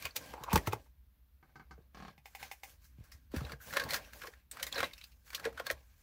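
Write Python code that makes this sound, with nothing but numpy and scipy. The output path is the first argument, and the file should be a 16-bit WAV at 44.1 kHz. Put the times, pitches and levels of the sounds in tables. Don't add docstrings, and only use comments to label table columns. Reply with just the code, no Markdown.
import sys
import numpy as np
from scipy import signal
from scipy.fft import rfft, irfft, next_fast_len
from scipy.io import wavfile
from scipy.ndimage import uniform_filter1d

SR = 44100
rng = np.random.default_rng(int(sys.argv[2]) if len(sys.argv) > 2 else 0)


def master_out(mix):
    frames = np.transpose(np.atleast_2d(mix))
    ceiling = np.clip(frames, -1, 1)
    pcm = np.round(ceiling * 32767).astype(np.int16)
    wavfile.write(sys.argv[1], SR, pcm)


def boost(x):
    u = np.asarray(x, float) / 20
    return 10 ** u


N = 265702
HIT_N = 6000
HIT_T_S = np.arange(HIT_N) / SR


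def evened(x):
    return x / np.sqrt(np.mean(x ** 2) + 1e-20)


def peaked(x):
    return x / np.sqrt(uniform_filter1d(x ** 2, size=130).max() + 1e-20)


def read(points, hz):
    point_hz, value = np.transpose(points)
    return np.interp(np.log(hz + 1), np.log(point_hz + 1), value)


def add(mix, start_s, sound):
    part = mix[round(start_s * SR):][:len(sound)]
    part += sound[:len(part)]


def colour(x, points):
    size = next_fast_len(len(x))
    gain = boost(read(points, np.fft.rfftfreq(size, 1 / SR)))
    return evened(irfft(rfft(x, size) * gain, size)[:len(x)])


def ring(x, pitch_hz, width_hz):
    pole = np.exp((2j * np.pi * pitch_hz - np.pi * width_hz) / SR)
    return (1 - abs(pole)) * signal.lfilter([1], [1, -pole], x).real


def ring_twice(x, pitch_hz, width_hz):
    return ring(ring(x, pitch_hz, width_hz), pitch_hz, width_hz)


def wood(x, body):
    lowest_hz = min(pitch_hz for pitch_hz, width_hz, level_db in body)
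    x = signal.sosfilt(signal.butter(2, 0.5 * lowest_hz, "high", fs=SR, output="sos"), x)
    return evened(sum(boost(level_db) * ring_twice(x, pitch_hz, 2.64 * width_hz) / np.sqrt(width_hz)
                      for pitch_hz, width_hz, level_db in body))


def fall(t60_s, rise_s):
    return (1 - np.exp(-HIT_T_S / rise_s)) * boost(-60 * HIT_T_S / max(t60_s, .01))


# pitch_hz, density_db [dB per Hz]
HUM = [(15, -62.5), (25, -24.5), (41, -13.5), (65, -3), (80, -16), (108, -25), (300, -36), (600, -91)]
# start_s, level_db
SWAY = [(0.0, -70), (0.35, -62), (0.48, -57), (0.64, -60), (0.85, -65.5), (1.49, -68.5), (1.61, -64),
        (1.99, -66.5), (2.7, -69), (2.77, -65), (3.2, -60.5), (3.52, -59.5), (3.64, -66.5), (4.07, -60),
        (4.19, -65.5), (4.49, -65), (4.93, -64.5), (6.02, -65)]
# pitch_hz, density_db [dB per Hz]
HISS = [(210, -34.5), (350, -1), (1610, -3), (4040, -7.5), (8260, -16), (11500, -7), (13700, -1),
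        (15600, -4.5)]


def hum():
    rumble, hiss = rng.standard_normal((2, N))
    sway_db = 2.5 + np.interp(np.arange(N) / SR, *np.transpose(SWAY))
    return boost(sway_db) * colour(rumble, HUM) + boost(-78.5) * colour(hiss, HISS)


def patchy(x, patchy_db):
    z = signal.stft(x, nperseg=256, noverlap=192)[2]
    patches = uniform_filter1d(rng.standard_normal(z.T.shape), size=22, axis=0)
    patches = uniform_filter1d(patches, size=5, axis=1)
    z = z * boost(patchy_db * evened(patches).T)
    return evened(signal.istft(z, nperseg=256, noverlap=192)[1][:N])


# start_s, pitch_hz
RUNNER = [
    (0.336, 734),
    (0.398, 880),
    (0.459, 1055),
    (0.511, 916),
    (0.902, 882),
]


def runner(grain):
    pitch_hz = np.interp(np.arange(N) / SR, *np.transpose(RUNNER))
    turn = np.exp(2j * np.pi * np.cumsum(pitch_hz) / SR)
    return evened((turn * ring_twice(grain, 0, 500)).real)


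# pitch_hz, width_hz, level_db
BOX = [(121.3, 53, -1), (241, 92, 0), (474, 140, 3.5), (574, 86, -4), (753, 120, 0), (990, 140, -5.5)]
# pitch_hz, density_db [dB per Hz]
PAPER = [(500, -33.5), (1100, -3.5), (1600, -8), (2300, -4), (3000, -9.5), (4200, -10.5), (6000, -19),
         (9000, -29)]
# pitch_hz, level_db
SHEEN = [(3500, -13), (6000, 2.5), (9000, -3), (15000, 2), (16000, 1.5)]
# start_s, length_s, rub_db, wood_rel_db,
# hiss_rel_db
STROKES = [(0.0, 0.075, -54, -7.5, -6), (0.159, .15, -57.5, 0.5, -3.5), (0.337, 0.14, -64.5, 10, -9),
           (0.487, 0.072, -58, 17, -27), (0.59, 0.17, -61, 7, -9), (1.45, 0.4, -82, 4, -12.5),
           (1.957, 0.14, -63, -1.5, -21), (2.255, 0.34, -76, -8, 4), (2.638, 0.073, -67, -3.5, 5),
           (2.819, 0.047, -78.5, -24, 7), (2.988, 0.18, -73.5, -2.5, -12), (3.337, 0.18, -58.5, 4, -11.5),
           (3.615, 0.11, -65, -4, 7.5), (3.728, 0.26, -54.5, 3, -11.5), (3.921, 0.18, -64.5, -7, -5),
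           (4.138, 0.14, -60, -2, -0.5), (4.536, .15, -59, -3, -7.5), (4.726, 0.13, -53, 1, -8),
           (4.922, 0.16, -73.5, -11, 4.5), (5.263, 0.097, -68, -10, 3), (5.394, 0.083, -67, 9.5, -6),
           (5.548, 0.23, -66, 2.5, -10), (5.79, 0.27, -78.5, -9.5, 1.5),
           (.53, 0.04, -63, -11.5, 11), (.22, 0.097, -69, -9, -9), (5.432, 0.062, -62.5, 5, -16),
         (7.8, .06, -71.5, 1, -8), (5.98, .04, -81.5, -5, 7.5), (2.7, 0.57, -83, -11, -2),
         (3.67, 0.035, -57.5, -2, -1), (2.4, 0.059, -56, -8.5, -5), (4, 0.042, -64.5, 2, -8),
         (0.8, 0.065, -79, -8, 2.5), (4.331, 0.061, -72, -6, -8), (5.1, 0.21, -85, -2, 7.5)]


def rubbing():
    rise_db_per_s, fall_db_per_s, slips_per_s = 898.5, 264, 900
    card_hz = 1590
    t_s = np.arange(N) / SR
    clumps = boost(0.61 * evened(uniform_filter1d(rng.standard_normal(N), size=500)))
    slips = boost(3 * np.minimum(rng.exponential(1, N), 2.5)) * (rng.random(N) < slips_per_s / SR)
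    slips = evened(slips * rng.standard_normal(N))
    grain = patchy(clumps * (slips + 2 * rng.standard_normal(N)), 2)
    paper = evened(colour(grain, PAPER) + .5 * evened(ring(grain, card_hz, 98)))
    scraping = (t_s > .335) & (t_s < .56)
    body = np.where(scraping, runner(grain), wood(grain, BOX))
    layers = [paper, body, colour(grain, SHEEN)]
    coarse_s, power = t_s[::64], 0
    for start_s, length_s, rub_db, wood_rel_db, hiss_rel_db in STROKES:
        lost_db = rise_db_per_s * np.maximum(start_s - coarse_s, 0)
        lost_db += fall_db_per_s * np.maximum(coarse_s - start_s - length_s, 0)
        power = power + boost(rub_db - lost_db + np.array([[0], [wood_rel_db], [hiss_rel_db]])) ** 2
    return sum(layer * np.interp(t_s, coarse_s, np.sqrt(p)) for layer, p in zip(layers, power))


# start_s, click_db, treble_rel_db, t60_s
DRAWER_FRONT = [(.0244, -39.5, 1.5, 0.046), (.0535, -28, -4, 0.063), (.069, -36.5, -26, 0.043),
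                (.158, -49, 8, 0.032), (.1615, -38, 8, 0.043), (.1645, -33, 9.5, 0.064),
                (.4374, -41, 5, 0.037), (.4976, -42, -28, .038), (.506, -36.5, -34, 0.22),
                (.558, -23, 3, .053), (.7245, -34, -13, 0.071)]
DRAWER_LOAD = [
    (.3383, -44, -5, 0.033),
    (.5305, -32, 8.5, 0.081),
    (.5763, -27, -4.5, 0.045),
    (.635, -62.5, -10.5, .053),
    (.6644, -43, -7, .034),
    (.6728, -28.5, -1.5, 0.058),
    (.7316, -36.5, 3, 0.052),
]
CARDS = [(2.8432, -67.5, 12, 0.2), (3.0394, -62, 4, 0.26), (3.3178, -55.5, 0.5, 0.086),
         (3.3433, -43, -10, 0.25), (3.3633, -37, -3, 0.15), (3.465, -46, -17, .12),
         (3.6035, -66, -27, 0.19), (3.6344, -70, 3, .082), (3.7277, -34.5, -8.5, .052),
         (3.7371, -30.5, -7, 0.11), (4.134, -42, -2.5, 0.04), (4.2183, -37, -25, 0.055),
         (4.2363, -38.5, -26.5, 0.065), (4.3374, -50, -29.5, 0.029), (4.8054, -22, -24, .037),
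         (5.2631, -71, -1, .21), (5.2776, -52, -6.5, .05), (5.3038, -45.5, 3.5, .038),
         (5.3314, -39, -8, 0.078), (5.3976, -38.5, -5, 0.051), (5.453, -27, -37, .07),
         (5.667, -29.5, -3, 0.049), (5.7111, -33.5, 2.5, 0.062)]
CASES = [(3.5203, -37.5, -5.5, 0.067), (3.7694, -19.5, -23, 0.049), (3.7977, -27, -6.5, 0.07),
         (3.8193, -36, -30, 0.074), (3.838, -35.5, -1, 0.053), (3.9429, -26, -1.5, 0.11),
         (4.2719, -37.5, -9, 0.044), (4.5977, -36.5, -15, 0.1), (4.744, -40.5, -7.5, 0.32),
         (4.7571, -34.5, -15, 0.15), (4.7799, -28, -15, 0.17)]
BLOCKS = [
    (3.408, -40.5, -17, 0.064),
    (3.4959, -39, -21, 0.11),
    (4.5592, -53, -15, 0.034),
    (5.434, -49, -25, .1),
    (5.5275, -50.5, -8, .08),
    (4.5716, -36.5, -13, 0.023),
    (5.5757, -39, -16, 0.16),
    (5.5982, -30.5, -13, 0.046),
]
PADS = [(3.1178, -72, 22.5, 0.17), (3.1198, -49.5, -5.5, 0.14), (3.89, -37.5, -4, 0.11),
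        (3.899, -37.5, -5, 0.12), (3.9065, -33.5, 3.5, 0.089), (3.924, -36.5, 1, 0.02),
        (3.9348, -28, -0.5, 0.056), (3.9604, -37.5, 2.5, 0.079), (4.5137, -48.5, 10, 0.1),
        (4.6287, -31.5, 6, 0.066), (4.6668, -37.5, 3.5, 0.1), (4.8304, -24.5, -18, 0.084),
        (5.443, -34.5, -34, 0.15), (5.7022, -19.5, -35, 0.027)]
BEADS = [(3.4511, -43.5, -10, 0.028), (4.0482, -50, -10, 0.063), (4.7255, -38.5, -0.5, 0.043),
         (4.793, -34, -11, .03), (3.366, -46, -4, 0.025), (4.8434, -40, -4, 0.16),
         (4.9107, -52, -24, 0.028), (4.9348, -46.5, 1, 0.046), (4.9688, -58, -11, 0.044),
         (4.98, -49, -2.5, 0.12), (5.0134, -44.5, -24, 0.048), (5.0409, -46, 1, 0.052),
         (5.1185, -62, -1.5, 0.098), (5.3478, -35.5, 6, 0.08)]
# pitch_hz, width_hz, level_db
PLASTIC = [(3000, 850, -4), (3513, 300, -6), (4340, 1100, 3), (4860, 350, -7.5), (5200, 350, -4)]


def clicks():
    # contacts, ring_hz, upper_rel_db
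    objects = [(DRAWER_FRONT, 2450, -5.5), (DRAWER_LOAD, 1900, -9), (CARDS, 1580, -5.5),
               (CASES, 1644, 0.64), (BLOCKS, 1340, -15), (PADS, 1930, -3.3), (BEADS, 2630, 1.67)]
    upper_per_treble = 0.77
    rows = sorted((*row, ring_hz, upper_db) for contacts, ring_hz, upper_db in objects for row in contacts)
    out, noise = np.zeros(N), rng.standard_normal((len(rows), 3, HIT_N))
    detune = rng.uniform(0.86, 1.1, (len(rows), len(PLASTIC)))
    crack = 1.5 * fall(0.0066, 0.000067)
    slide_in = 0.31 * fall(0.054, .0002)[:880][::-1]
    for row, (low, high, snap), shifts in zip(rows, noise, detune):
        start_s, click_db, treble_db, t60_s, ring_hz, upper_db = row
        sudden = boost(-2 * max(treble_db, 0))
        scuff = np.r_[sudden * slide_in, fall(t60_s, .012 * t60_s) + crack][:HIT_N]
        sound = evened(ring(low * scuff, ring_hz, 320))
        sound = peaked(sound + 0.57 * colour(low, PAPER) * evened(scuff))
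        brief = high * scuff * boost(-300 * HIT_T_S)
        upper = sum(boost(level_db) * ring_twice(brief, pitch_hz * shift, width_hz)
                    for (pitch_hz, width_hz, level_db), shift in zip(PLASTIC, shifts))
        sound += boost(upper_db + upper_per_treble * treble_db) * peaked(upper)
        sound += boost(treble_db) * peaked(colour(snap, SHEEN) * scuff)
        add(out, start_s - 900 / SR, boost(click_db - 7) * sound)
    return out


# start_s, level_db, pitch_hz, t60_s
THUMPS = [(0.046, -44, 76, 0.12), (0.531, -23.5, 180, 0.15), (0.538, -21.5, 76.6, 0.1),
          (0.555, -24.5, 166, 0.15), (0.574, -29.5, 60, 0.099), (0.675, -29.5, 98.3, 0.24),
          (0.733, -38, 110, 0.15), (1.789, -43, 87.3, 0.024), (2.028, -53, 230, 0.094),
          (2.985, -47, 115.3, 0.14), (3.008, -39, 60.2, 0.038), (3.339, -26.5, 231, 0.045),
          (3.349, -27.5, 252, 0.014), (3.15, -51, 60.3, 0.16), (3.602, -54, 61.5, 0.15),
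          (3.849, -57, 60.6, 0.23), (0.409, -48, 130, 0.092), (2.18, -59.5, 142, 0.12),
          (1.802, -58, 342, 0.087), (3.367, -24, 75, 0.033), (3.379, -31, 66, 0.097),
          (3.414, -34.5, 125, 0.15), (3.439, -39.5, 69, 0.33), (3.53, -42.5, 136, 0.13),
          (4.791, -45, 84, 0.7), (5.726, -45, 66, 0.16)]


def thumps():
    out = np.zeros(N)
    sagging_s = HIT_T_S + 0.0043 * (1 - np.exp(-HIT_T_S / 0.0017))
    for start_s, level_db, pitch_hz, t60_s in THUMPS:
        swing = np.sin(2 * np.pi * pitch_hz * sagging_s)
        add(out, start_s, boost(level_db + 3.5) * swing * fall(min(t60_s, 14 / pitch_hz), 0.0024))
    return out


# start_s, level_db, t60_s
DRAWER_PANEL = [(.159, -41.5, 0.058), (.338, -33, 0.019), (.376, -41, 0.04), (.4, -43, 0.14),
                (.504, -37, 0.3), (.53, -16.5, 0.02), (.556, -14, 0.035), (.635, -60, 0.056),
                (.673, -27, 0.028), (.731, -20.5, 0.021), (.856, -62, 0.057), (3.86, -40.5, 0.058)]
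DIVIDER = [(.054, -35.5, 0.035), (.435, -36.5, 0.035), (3.498, -47.5, 0.097), (3.767, -23.5, 0.027),
           (3.795, -36.5, 0.25), (4.237, -39, 0.074), (4.665, -45.5, 0.025), (5.332, -49, 0.22),
           (5.598, -41, .06), (5.667, -43, 0.097), (5.706, -36, 0.038), (.558, -25.5, .05),
           (4.83, -24.5, 0.035)]
BOTTOM = [
    (.213, -52.5, 0.042),
    (1.778, -50.5, 0.038),
    (3.342, -45, 0.084),
    (3.408, -42, 0.04),
    (3.518, -42.5, 0.091),
    (4.28, -40.5, 0.027),
    (4.775, -33, 0.091),
    (5.454, -24.5, 0.074),
    (5.465, -30, 0.048),
]
WALL = [
    (3.737, -37, 0.22),
    (3.923, -33, 0.057),
    (4.599, -43, 0.14),
    (4.757, -34, 0.12),
    (4.829, -22.5, 0.024),
    (5.6, -28.5, 0.015),
    (5.667, -38, 0.047),
    (5.705, -25.5, 0.03),
]


def hollow():
    # knocks, note_hz, width_hz, near_rel_db
    panels = [(DRAWER_PANEL, 862, 120, 1.5), (DIVIDER, 1090, 120, 1),
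              (BOTTOM, 456, 45, 6), (WALL, 559.4, 125, -12.5)]
    rows = sorted((*row, *note) for knocks, *note in panels for row in knocks)
    out, noise = np.zeros(N), rng.standard_normal((len(rows), HIT_N))
    for (start_s, level_db, t60_s, note_hz, width_hz, near_db), rough in zip(rows, noise):
        modes = [(note_hz, width_hz, 0), (max(0.45 * note_hz, 430), 120, near_db + 0.5),
                 (1.2 * note_hz, 200, near_db - 6)]
        drive = rough + 0.2 * np.cos(2 * np.pi * note_hz * HIT_T_S)
        sound = peaked(wood(drive * fall(t60_s, 0.17 * t60_s), modes))
        add(out, start_s - .001, boost(level_db - 7.5) * sound)
    return out


# start_s, level_db, pitch_hz, t60_s
PINGS = [(3.121, -59.5, 5200, 0.062), (3.769, -42, 3960, 0.074), (3.8, -41.5, 4300, 0.033),
         (3.908, -41, 4220, 0.033), (3.535, -52, 1500, 0.018), (4.934, -53, 3770, 0.027),
         (4.745, -47.5, 5640, 0.018), (.1085, -56.5, 4400, 0.026), (0.054, -50, 2500, 0.043),
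         (3.4503, -51, 4040, 0.018), (3.602, -58, 1560, 0.27), (3.708, -50.5, 1700, .03),
         (3.8, -36.5, 1590, 0.088), (4.05, -66.5, 5700, 0.19), (4.336, -57.5, 1790, 0.014),
         (4.513, -47.5, 8260, 0.044), (4.513, -60, 3570, 0.032), (4.627, -45.5, 5950, .04),
         (4.629, -43.5, 3000, 0.017), (4.726, -41, 3530, 0.011), (4.726, -50, 7080, .03),
         (4.76, -41.5, 4000, 0.037), (4.781, -40.5, 4040, 0.033), (4.842, -40, 3920, .03),
         (4.912, -60, 2100, .03), (5.014, -56, 3860, 0.037), (5.039, -54.5, 3910, 0.029),
         (5.304, -56.5, 2217, 0.031), (5.347, -43.5, 3160, 0.013), (5.38, -52, 1580, 0.025),
         (5.578, -46.5, 1440, 0.02), (5.668, -39.5, 4300, 0.01)]


def pings():
    out, noise = np.zeros(N), rng.standard_normal((len(PINGS), HIT_N))
    for (start_s, level_db, pitch_hz, t60_s), rough in zip(PINGS, noise):
        sound = ring_twice(rough * fall(t60_s, 0.00033), pitch_hz, 120 + .1 * pitch_hz)
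        add(out, start_s - .001, boost(level_db + 3) * peaked(sound))
    return out


# start_s, level_db, treble_rel_db
TAPS = [
    (1.428, -58, -40),
    (1.493, -68, -23.5),
    (1.557, -49.5, -18),
    (1.597, -49.5, -37),
    (1.71, -48.5, -14.5),
    (1.778, -68.5, -36),
]
RATTLE = [
    (1.947, -49.5, -11),
    (1.972, -47.5, -17),
    (2.002, -46, -28),
    (2.024, -45, -32),
    (2.05, -45.5, -39),
    (2.082, -45, -24),
]
CREAKS = [
    (2.179, -56, -14.5),
    (2.257, -45.5, -11),
    (2.35, -41, -9),
    (2.428, -38.5, -12),
    (2.514, -38.5, -8.5),
    (2.634, -41, -7.5),
]
# pitch_hz, width_hz, level_db
TAP_MODES = [(180, 114, 3.5), (424, 420, 0), (797, 150, 6), (1060, 160, 6), (1500, 56, 5.5),
             (2170, 49, 1.5), (2480, 150, -18), (2890, 120, -8.5), (4080, 430, -9), (5450, 170, -18.5)]
RATTLE_MODES = [(173, 49, -2.5), (339, 200, 0), (796, 225, 3), (1057, 88, 0.5), (1550, 130, 0.5),
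                (2010, 170, -8), (2920, 96, -9.5), (4300, 230, -8), (5420, 280, -14.5)]
CREAK_MODES = [(606, 170, -1), (770, 70, 9.5), (853, 49, -9.5), (1030, 46, -4), (1780, 58, 0.5),
               (2078, 105, 6.5), (2160, 88, 2), (2500, 47, 4.5), (2756, 55, 1), (2890, 110, 2.5),
               (3570, 86, -1), (4370, 200, -4.5), (4950, 370, -1)]
# pitch_hz, level_db
MUFFLED = [(3000, -12.5), (4500, 2), (6500, -2), (8000, -14), (16000, -27)]


def taps(rows, modes, treble, t60_s, crack, blow):
    out, noise = np.zeros(N), rng.standard_normal((len(rows) + 1, 2, HIT_N))
    shared = 2.5 * noise[0, 0]
    scuff = fall(t60_s, 0.0019) + crack * fall(0.0066, 0.00059)
    strike = blow * (np.arange(HIT_N) == 40)
    for (start_s, level_db, treble_db), (rough, snap) in zip(rows, noise[1:]):
        sound = peaked(wood((shared + rough) * scuff + strike, modes))
        sound += boost(treble_db) * peaked(colour(snap, treble) * scuff)
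        add(out, start_s - .001, boost(level_db - 2.0) * sound)
    return out


# pitch_hz, t60_s
ROOM = [(100, 0.3), (600, 0.088), (2500, 0.091), (8000, 0.087), (16000, 0.05)]


def room(x):
    echoes = np.zeros(SR // 2)
    at = np.arange(150, SR // 2 - 20, 20)
    echoes[at + rng.integers(0, 20, len(at))] = rng.choice([-1., 1.], len(at))
    hz, t_s, z = signal.stft(echoes, SR, nperseg=256)
    z = z * boost(-60 * t_s / read(ROOM, hz)[:, None])
    tail = signal.istft(z, SR, nperseg=256)[1]
    return signal.fftconvolve(x, tail / np.linalg.norm(tail))[:N]


def scene():
    hits = clicks() + hollow() + pings()
    hits += taps(TAPS, TAP_MODES, MUFFLED, t60_s=0.12, crack=0.38, blow=31)
    hits += taps(RATTLE, RATTLE_MODES, MUFFLED, t60_s=.075, crack=.6, blow=25)
    hits += taps(CREAKS, CREAK_MODES, SHEEN, t60_s=0.11, crack=0.36, blow=69)
    return (hits + boost(-12.0) * room(hits) + rubbing() + thumps() + hum())[None]


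def band_limit(x):
    return signal.sosfilt(signal.butter(12, 16820, fs=SR, output="sos"), x)


def record(dry):
    edge = signal.firwin(301, 15760, window=("kaiser", 5), fs=SR)
    dry = signal.sosfilt(signal.butter(2, 32, "high", fs=SR, output="sos"), dry)
    return band_limit(signal.oaconvolve(dry, edge[None], "same"))


dry = scene()
out = record(dry)
master_out(out)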